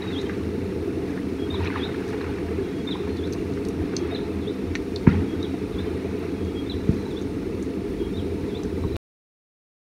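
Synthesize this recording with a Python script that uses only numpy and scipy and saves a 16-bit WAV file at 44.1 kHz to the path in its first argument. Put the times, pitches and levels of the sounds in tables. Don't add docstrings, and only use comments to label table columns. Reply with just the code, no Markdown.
import sys
import numpy as np
from scipy import signal
from scipy.fft import rfft, irfft, next_fast_len
from scipy.io import wavfile
from scipy.ndimage import uniform_filter1d

SR = 44100
rng = np.random.default_rng(int(sys.argv[2]) if len(sys.argv) > 2 else 0)


def gain_from_decibels(decibels):
    exponent = np.asarray(decibels, float) / 20
    return 10 ** exponent


def bounce(signal):
    frames = np.transpose(np.atleast_2d(signal))
    limited = np.clip(frames, -1, 1)
    pcm = np.round(limited * 32767).astype(np.int16)
    wavfile.write(sys.argv[1], SR, pcm)


N = 435266
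TIME = np.arange(N) / SR

# (time [s], buffeting level [dB])
WIND_STRENGTH = [(0, -30), (.3, -28.5), (1.3, -28), (2.3, -29), (2.6, -28.5), (3.0, -28.5), (3.7, -27.5),
                 (4.4, -28.5), (5.0, -29.5), (5.3, -27), (5.7, -29), (6.0, -28.5), (6.5, -28.5),
                 (6.75, -29.5), (7.5, -28.5), (8.2, -28.5), (8.65, -28.5), (8.96, -29)]
# (frequency [Hz], level per Hz [dB])
BUFFET_SPECTRUM = [(62, -43), (105, -5), (162, -6.5), (193, -1.5), (227, -6.5), (270, 3.5), (360, -2.5),
                   (409, 0), (507, -11), (580, -26), (620, -22), (810, -52), (1360, -120)]
# (frequency [Hz], width [Hz], level over the buffeting [dB])
HOLLOW_TONES = [(198, 30, 4), (262.6, 8.1, -0.5), (412, 95, 2), (694, 70, 7.5), (867, 110, 5)]
# (time [s], peak level [dB], rise per 10 dB [s], fall per 10 dB [s]), the signs of times ignored
EDDIES = [(.52, -34, 0.56, 0.9), (1.61, -30, 0.24, 0.3), (2.3, -34.5, .1, 0.46), (2.53, -33.5, .07, 0.1726),
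          (3.19, -30.5, .2, .15), (3.48, -32.5, 0.056, 0.1), (3.82, -28.5, .11, 0.02),
          (4.06, -34, .15, 0.1151), (4.39, -32, .14, 0.1), (4.69, -33, .09, 0.4), (5.18, -24, .09, 0.06),
          (5.4, -34.5, .15, 0.35), (5.82, -32, .14, 0.14), (6.0, -38, .2, .5), (6.47, -32.5, .25, 0.15),
          (6.746, -31.5, .14, 0.15), (6.91, -33, .04, 0.2), (7.55, -38, .9, 0.8), (8.18, -30.5, .08, 0.3),
          (8.84, -28.5, 0.18, -0.9)]
# (time [s], peak level [dB], rise per 10 dB [s], fall per 10 dB [s])
LURCHES = [(.29, -52, .3, .1), (.63, -47, .08, 1), (2.47, -46, 0.68, 0.5), (3.4, -42, 0.0476, .05),
           (3.68, -37.5, .1, 0.0258), (3.83, -40, .03, .06), (4.24, -48, .3, 0.2843), (4.69, -44, .1, 0.5),
           (5.07, -38, .07, 0.0658), (5.4, -48.5, .12, .12), (5.726, -38.5, .05, 0.1915),
           (6.55, -46, .2, 1), (6.87, -48, .11, 0.567), (7.62, -44, .8, 0.0162), (7.9, -35, .03, -0.3),
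           (8.18, -50, .08, .4), (8.65, -43, .25, -1), (8.88, -45, .08, -1.5), (8.96, -49, .04, -0.1129)]
# (frequency [Hz], level per Hz [dB])
LEAF_SPECTRUM = [(290, -37.5), (500, -0.5), (586, -17), (678, -8.5), (761, -17), (855, -12), (1130, -14),
                 (1250, -11.5), (1620, -19), (2330, -14), (3110, -17), (9490, -32), (16000, -40)]
# (frequency [Hz], width [Hz], level [dB])
PORT_COLOUR = [(3090, 580, -5.5), (4830, 350, -3), (6150, 710, -1), (7570, 1600, -4), (9400, 1300, 3),
               (10431, 300, -6.5)]
# (time [s], peak level [dB], rise per 10 dB [s], fall per 10 dB [s])
FOLDS = [(.04, -41.5, 0.093, 0.22), (.15, -45, .5, 1), (.3, -45, 0.068, 0.1), (1.11, -43, 0.086, 0.1),
         (1.55, -44.5, 0.15, -2), (1.61, -43.5, .04, -0.6), (1.67, -31.5, 0.05, 0),
         (1.762, -35, 0.043, -0.12), (2.03, -43, .15, -0.05), (2.13, -41.5, 0.0085, 0.1),
         (2.21, -42.5, 0.00819, 0.54), (2.96, -45.5, 0.17, 0.56), (4.11, -41, .4, 0.1945),
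         (4.6, -49.5, 0.54, .5), (5.092, -33, 0.013, 0.1), (5.25, -48.5, .1, 1.9), (5.79, -47.5, .03, -1),
         (6.25, -45, 0.07, 0.1), (6.89, -45.5, 0.042, 0.1), (7.07, -50.5, .25, 0.3)]
# (time [s], peak level [dB], rise per 10 dB [s], fall per 10 dB [s])
SLIPS = [(.2, -51, .5, 0.4), (.46, -56.5, 0.20032, 0), (1.11, -55, .12, -0.1), (1.62, -48, .015, 0),
         (2.11, -49.5, .12, -0.1), (2.85, -55.5, .7, .2), (3.54, -53.5, .9, -0.2), (5.07, -54, .5, 0.5),
         (6.5, -61, .5, .5), (6.92, -49, .1, 0.2), (7.09, -55, .05, -0.5), (8.76, -59, 1.2, .5)]

# (time [s], length [s], frequency [Hz], level [dB])
FLAT_NOTES = [(1.385, 0.0707, 3300, -42.5), (2.735, 0.1, 3310, -49), (3.94, 0.115, 3300, -48.5),
              (5.27, 0.081, 3300, -47), (6.545, 0.069, 3280, -42.5), (7.99, 0.097, 3267, -44.5)]
# (time [s], length [s], frequency [Hz], level [dB])
PIP_NOTES = [(1.503, 0.018, 3660, -33.5), (2.872, 0.022, 3620, -30.5), (4.11, 0.028, 3720, -40),
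             (5.39, 0.067, 3670, -50), (6.657, 0.042, 3600, -51), (8.13, 0.044, 3620, -45)]
# (time [s], length [s], first frequency [Hz], level [dB])
SLIDE_NOTES = [(1.539, 0.025, 4060, -33), (2.907, 0.025, 4070, -30), (4.146, 0.023, 4170, -33),
               (5.426, 0.03, 4000, -38), (6.6955, 0.03, 4090, -31), (8.168, 0.032, 3970, -38.5)]
# (time [s], length [s], reference frequency [Hz], level [dB])
DIP_NOTES = [(0.105, 0.097, 4420, -33.5), (1.764, 0.09, 4410, -35.5), (3.167, 0.092, 4340, -37),
             (4.405, 0.096, 4390, -41.5), (5.719, 0.092, 4360, -40), (7.095, 0.1, 4360, -38.5),
             (8.481, 0.096, 4335, -40)]
# (time [s], length [s], frequency [Hz], level [dB])
CHIP_NOTES = [(.02, 0.011, 3910, -38.5), (.073, 0.03, 3810, -40), (.253, 0.024, 3160, -43.5),
              (3.38, 0.016, 2705, -44), (5.87, 0.021, 3100, -51), (7.054, .016, 3870, -50),
              (8.826, .016, 3950, -49), (8.875, 0.014, 3900, -47), (8.925, 0.014, 3900, -46)]
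# (time [s], length [s], frequency [Hz], level [dB])
FAR_NOTES = [
    (2.58, .15, 3300, -56),
    (6.3, .24, 3300, -56),
    (6.955, .085, 4050, -54),
    (3.08, .07, 4200, -53),
]
# (share of the note [1], pitch ratio [1], level [dB])
FLAT_SHAPE = [(0, 1, -7.5), (.4, 1, -7), (.8, 1, -4.5), (1, 1, -12)]
PIP_SHAPE = [(0, 1, -8), (.2, 1, -2), (.6, 1, -3), (1, 1, -10)]
SLIDE_SHAPE = [(0, 1, -1), (.1, .98, 1), (.85, .836, -5), (1, .802, -8), (1.15, .78, -20), (1.7, .7, -28)]
DIP_SHAPE = [(0, 1.04, -10), (.12, .88, -13), (.22, .81, -11), (.35, .765, -11), (.55, .742, -10),
             (.7, .764, -5), (.8, .815, 0), (1, .921, -8), (1.08, .93, -18)]
DIP_FALL_DB = [0, 2, -10, -7, -10, -15, -8]
SLIDE_BREAK_DB = [0, 0, -6, -8, -12, -10]
# (frequency [Hz], width [Hz], level [dB])
GROUND_DIP = [(3250, 450, -12)]

# (time [s], peak level [dB], frequency [Hz])
PUFFS = [(0.16, -19.5, 283), (0.234, -18.5, 373), (0.579, -18, 265), (0.869, -17.5, 344), (0.967, -18, 329),
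         (1.484, -20, 266), (1.81, -20, 268), (2.004, -22, 407), (2.136, -21, 433), (2.508, -18.5, 418),
         (2.583, -14.5, 393), (3.101, -24, 408), (3.239, -24, 406), (3.823, -20, 270), (4.009, -17.5, 350),
         (4.344, -22.5, 370), (4.471, -18, 423), (5.215, -18, 278), (5.9, -24, 345), (5.957, -19, 412),
         (7.608, -20, 326), (8.001, -18, 340.6), (8.221, -20, 276)]
# (time [s], peak level [dB], low part [dB], high part [dB])
TICKS = [(0.2149, -36.5, -10, -21), (1.6467, -33, 9, -20), (2.0787, -37, -10, -13), (2.0885, -40, -6, -6),
         (2.1014, -40, 0, -3), (3.1697, -35, 1, -18), (3.2725, -36, 1, -12), (3.3255, -36, -16, -26),
         (3.333, -31, 1, -12), (3.5369, -39, 1, -25), (3.6505, -33, 1, -13.5), (3.686, -30.5, -16, -13),
         (3.9665, -25, -3, -30), (4.7535, -30, 0, -20), (4.96, -26, 3.5, -30.5), (5.4276, -35.5, -7, -30),
         (6.4492, -42, -4, -13), (7.214, -39, -12, -17), (7.6261, -35.5, -19.5, -13),
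         (8.634, -33.5, -12, -20), (8.9585, -32, 9.5, -32)]
# (time [s], peak level [dB], low part [dB], high part [dB])
KNOCKS = [(0.2952, -24.5, -6, -6), (1.1757, -29.5, -9, -20), (1.544, -27, 10, -4), (1.604, -33, 15, -11),
          (1.6723, -23, -4, 8), (1.7015, -26, 5, -5.5), (1.7589, -23, 2, -6), (2.1335, -40, -9, -10.5),
          (2.2084, -28, -8, -12), (2.2416, -27, 0, -6), (2.889, -30.5, -13, -11), (2.953, -28.5, 20, -14),
          (3.0744, -31.5, 8, -1.5), (3.574, -31.5, -13, -7), (3.936, -31, -4.5, -10), (4.7545, -27, -17, 2),
          (8.9585, -30.5, 5, 14)]
# (time [s], peak level [dB], frequency [Hz])
TAPS = [(.875, -42, 681), (.981, -44, 686), (3.5, -37, 680), (3.815, -35.5, 708), (4.118, -31, 675),
        (5.537, -34, 700), (6.052, -37, 680), (6.226, -36, 680), (7.062, -36.5, 895), (8.27, -38, 678)]
# (time [s], peak level [dB], frequency [Hz], 60 dB decay [s])
SNAPS = [(1.607, -30, 921, 0.053), (1.635, -33, 2700, .02), (1.6425, -32, 1500, .015),
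         (1.648, -39, 5750, 0.014), (1.657, -29, 2400, .012), (1.662, -27, 2300, .012),
         (1.6735, -29, 3900, 0.01), (1.68, -31, 1100, 0.028), (1.7025, -29, 2080, .02),
         (1.725, -29, 1500, .02), (1.742, -29, 1570, .02), (1.7595, -29, 1900, .015),
         (1.762, -30.5, 921, .045), (2.1355, -32, 1900, .015), (2.2145, -34, 4050, 0.0092),
         (2.264, -34, 2200, .012), (2.292, -34, 821, .04), (3.3252, -32, 6200, 0.01),
         (3.3277, -36, 5300, .008), (3.3346, -37, 4700, .015), (3.334, -43, 11700, .012),
         (3.966, -19.5, 6200, 0.0098), (3.9662, -23, 4300, .012), (3.9674, -22, 4900, .009),
         (3.9661, -38, 8700, 0.0091), (4.7532, -15, 2180, 0.0038), (4.7531, -24.5, 4000, 0.004),
         (4.7531, -30, 6000, .006), (4.7553, -20, 1790, 0.0078), (4.758, -24, 1900, .009),
         (4.7575, -33, 4420, .018), (4.758, -33.5, 5800, 0.013), (6.19, -48, 12000, .02),
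         (3.339, -40, 6000, .015), (3.688, -44, 11500, .012), (7.222, -43, 6500, .015),
         (7.632, -46, 8500, .015), (8.838, -32, 1080, 0.038), (8.843, -33, 920, 0.038),
         (4.9619, -23, 4200, 0.0071)]
# (time [s], peak level [dB], low part [dB], high part [dB])
CRACKS = [
    (5.0698, -16, 0, -8),
    (8.805, -44, 16, -16),
]
# (time [s], peak level [dB], frequency [Hz], fade [s], shudder level [dB], shudder time [s])
BUMPS = [
    (5.0773, 1.0, 205, .0055, -22, .32),
    (6.8942, -6, 185, .006, -27, .2),
    (8.8515, -15, 150, .008, -34, .1),
]


def set_rms(x, db):
    return x * gain_from_decibels(db) / np.sqrt(np.mean(x ** 2))


def curve(table, column):
    return np.interp(TIME, np.array(table)[:, 0], np.array(table)[:, column])


def colour(x, points=((1, 0), (2, 0)), bells=()):
    size = next_fast_len(len(x))
    hz = np.arange(size // 2 + 1) * SR / size + 1e-3
    db = np.interp(np.log(hz), np.log(np.array(points)[:, 0]), np.array(points)[:, 1])
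    for centre, width, peak_db in bells:
        db = db + peak_db * np.exp(-.5 * ((hz - centre) / (width / 2)) ** 2)
    return irfft(rfft(x, size) * gain_from_decibels(db), size)[:len(x)]


def even(x, span_s, share):
    swell = np.sqrt(np.abs(uniform_filter1d(x ** 2, int(span_s * SR))) + 1e-12)
    return set_rms(x / swell ** share, 0)


def walk(rate):
    hold = int(SR / rate)
    steps = np.repeat(rng.standard_normal(N // hold + 1), hold)[:N]
    return 1.3 * uniform_filter1d(uniform_filter1d(steps, hold), hold)


def swells(events, rest_db):
    t = TIME[::32]
    power = gain_from_decibels(2 * rest_db)
    for s, peak_db, rise_s, fall_s in events:
        away = np.where(t < s, (s - t) / abs(rise_s), (t - s) / abs(fall_s))
        power = power + gain_from_decibels(2 * (peak_db - 10 * away))
    return np.interp(TIME, t, np.sqrt(power))


def mottled(patchy_db, stripe_db):
    patches = signal.stft(rng.standard_normal(N), nperseg=512)[2]
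    chance = uniform_filter1d(rng.standard_normal(patches.shape), size=2, axis=1) * np.sqrt(2)
    moments = rng.exponential(size=patches.shape[1])
    return signal.istft(patches * gain_from_decibels(patchy_db * chance + stripe_db * moments))[1][:N]


def add(out, s, sound):
    i = int(s * SR)
    out[i:i + len(sound)] += sound[:N - i]


def wind():
    tone_points = [(45, -63.5), (62, -10), (87, 2.0), (110, -15.5), (130, -67)]
    tone = even(colour(rng.standard_normal(N), tone_points, [(87, 16, 7.3)]), 0.14, 0.61)
    gusts = rng.standard_normal(N) * gain_from_decibels(1.1 * walk(60))
    buffet = even(colour(gusts, BUFFET_SPECTRUM, HOLLOW_TONES), 0.13, 1.0)
    lurch_points = [(15, -46.5), (30, -16.5), (55, 4.5), (66, -0.5), (80, -56.5)]
    lurch = even(colour(rng.standard_normal(N), lurch_points), 0.2, .7)
    calm_tone_db, calm_lurch_db = -46, -60
    out = tone * swells(EDDIES, calm_tone_db)
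    out = out + buffet * gain_from_decibels(curve(WIND_STRENGTH, 1))
    return out + lurch * swells(LURCHES, calm_lurch_db) * gain_from_decibels(1.1)


def leaves():
    hiss = mottled(2.6, .3) * gain_from_decibels(0.43 * walk(1.5))
    return set_rms(colour(hiss, LEAF_SPECTRUM, HOLLOW_TONES[3:]), -45)


def cloth():
    fold_points = [(550, -39.5), (780, 1), (1000, -2.0), (2000, -2.5), (2800, -5), (4200, -16.5),
                   (6500, -30), (9000, -70)]
    fizz_points = [(3000, -39), (4400, 0.5), (6500, 0), (9500, -13.5), (13000, -16.5), (16000, -28)]
    folds = even(colour(mottled(4.5, 1.2), fold_points), 0.034, 0.2)
    fizz = even(colour(mottled(2.5, 1.2), fizz_points), .05, .6)
    slack_folds_db, slack_slips_db = -51.5, -65
    rustle = folds * swells(FOLDS, slack_folds_db) * gain_from_decibels(-0.7)
    return rustle + fizz * swells(SLIPS, slack_slips_db) * gain_from_decibels(-7.0)


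def bird():
    out, waver = np.zeros(N), walk(130)
    unsteady_share = .012
    kinds = (("flat", FLAT_NOTES + FAR_NOTES, FLAT_SHAPE), ("pip", PIP_NOTES, PIP_SHAPE),
             ("slide", SLIDE_NOTES, SLIDE_SHAPE), ("dip", DIP_NOTES, DIP_SHAPE),
             ("chip", CHIP_NOTES, PIP_SHAPE))
    for kind, notes, shape in kinds:
        share, ratio, swell_db = np.transpose(shape)
        for k, (s, length, hz, db) in enumerate(notes):
            u = np.arange(int(share[-1] * length * SR)) / (length * SR)
            turned_db = 0
            if kind == "dip":
                bottom = np.exp(-((u - .5) / .18) ** 4) + np.exp(-((u - .89) / .035) ** 2)
                turned_db = DIP_FALL_DB[k] * bottom
            if kind == "slide":
                turned_db = SLIDE_BREAK_DB[k] * np.exp(-((u - .42) / .17) ** 2)
            pitch = hz * np.interp(u, share, ratio)
            if kind in ("dip", "chip"):
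                pitch = pitch * (1 + unsteady_share * waver[::-1][int(s * SR):][:len(u)])
            tone = np.sqrt(2) * np.sin(2 * np.pi * np.cumsum(pitch) / SR)
            edge = signal.windows.tukey(len(u), .2)
            add(out, s, tone * edge * gain_from_decibels(db + turned_db + np.interp(u, share, swell_db)))
    return out * gain_from_decibels(2.4 * waver)


def trunks(x, t60_s, wet_db, gap_s, bells=()):
    t = TIME[:SR]
    returns = rng.standard_normal(SR) * gain_from_decibels(3.2 * rng.exponential(size=SR))
    tail = returns * 1000. ** (-t / t60_s) * (t > gap_s)
    tail = colour(tail * gain_from_decibels(wet_db) / np.sqrt(np.sum(tail ** 2)), bells=bells)
    return x + signal.fftconvolve(x, tail)[:N]


def birdsong():
    sung = bird()
    sung = sung + gain_from_decibels(-11) * np.roll(sung, int(.021 * SR))
    near = trunks(sung, .07, -10, .008, GROUND_DIP)
    return trunks(near, .6, -9.5, 0.02, GROUND_DIP)


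def damped_modes(table, rise_s, t60_s=None, lift_db=0):
    out, t = np.zeros(N), TIME[:4096]
    for s, peak_db, hz, *own in table:
        decay_s = own[0] if own else t60_s
        shape = (1 - np.exp(-t / abs(rise_s))) * 1000. ** (-t / abs(decay_s))
        add(out, s, np.sin(2 * np.pi * hz * t) * shape / shape.max() * gain_from_decibels(peak_db + lift_db))
    return out


def puffs():
    return damped_modes(PUFFS, 0.0062, 0.087, -5)


def poles(table, hz, modes, chatter_s, ring_s):
    out, t = np.zeros(N), TIME[:4096] - TIME[512]
    low_hz, mid_hz, high_hz = hz
    hisses = rng.standard_normal((len(table), len(t)))
    contact = (t > 0) * 1000. ** (-np.maximum(t - chatter_s, 0) / abs(ring_s))
    for (s, peak_db, low_db, high_db), hiss in zip(table, hisses):
        tilt = [(.3 * low_hz, low_db - 90.0), (0.65 * low_hz, low_db - 22), (low_hz, low_db + 9.0),
                (mid_hz, 0), (high_hz, high_db + 4.5), (1.15 * high_hz, high_db - 2.0),
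                (1.35 * high_hz, high_db - 27), (3 * high_hz, high_db - 89.5)]
        sound = colour(hiss * contact, tilt, modes)
        add(out, s + t[0], sound * gain_from_decibels(peak_db) / np.abs(sound).max())
    return out


def ticks():
    return poles(TICKS, (3900, 5800, 10500), [(4470, 270, 4.2), (6340, 840, 5)], 0.0015, .012)


def dull_blows(table, ring_s):
    return poles(table, (950, 1700, 2500), [(1590, 150, 4), (1950, 200, 5)], .0025, ring_s)


def pole_hits():
    knocks = dull_blows(KNOCKS, 0.024) + dull_blows(CRACKS, .026)
    taps = damped_modes(TAPS, 0.0031, .07)
    snaps = damped_modes(SNAPS, .00025)
    return trunks(ticks() + knocks + .5 * snaps + taps, 0.11, -7.5, 0.0044) + .5 * snaps


def bumps():
    out, t = np.zeros(N), TIME[:SR // 2] - .01
    body_points = [(90, -30), (150, -3), (200, 0), (260, -6), (380, -30), (700, -120)]
    for s, peak_db, hz, fade_s, shudder_db, shudder_s in BUMPS:
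        turns = hz * (.25 * t + .75 * .005 * (1 - np.exp(-t / .005)))
        push = np.where(t < 0, np.exp(-(t / .0028) ** 4), np.exp(-t / fade_s))
        swing = np.cos(2 * np.pi * turns) * push * gain_from_decibels(peak_db)
        body = even(colour(rng.standard_normal(len(t)), body_points), 0.021, 0.6)
        fade = np.clip(t / 0.0096, 0, 1) * 1000. ** (-(t / shudder_s) ** 2)
        add(out, s + t[0], body * gain_from_decibels(shudder_db + 0.5) * fade - swing)
    return colour(out, [(420, 0), (900, -40)])


def scene():
    rustling = colour(leaves() + cloth(), bells=PORT_COLOUR)
    return (wind() + rustling + birdsong() + puffs() + pole_hits() + bumps())[None]


def roll_off(x):
    return signal.sosfilt(signal.butter(12, 16610, fs=SR, output="sos"), x)


def record(dry):
    top_hz, stop_s = 15730, 8.9664
    clipped = np.clip(dry[0], -.985, .985)
    dull = colour(clipped, [(top_hz, 0), (top_hz + 30, -90)])[None]
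    return roll_off(dull * (TIME < stop_s))


dry = scene()
out = record(dry)
bounce(out)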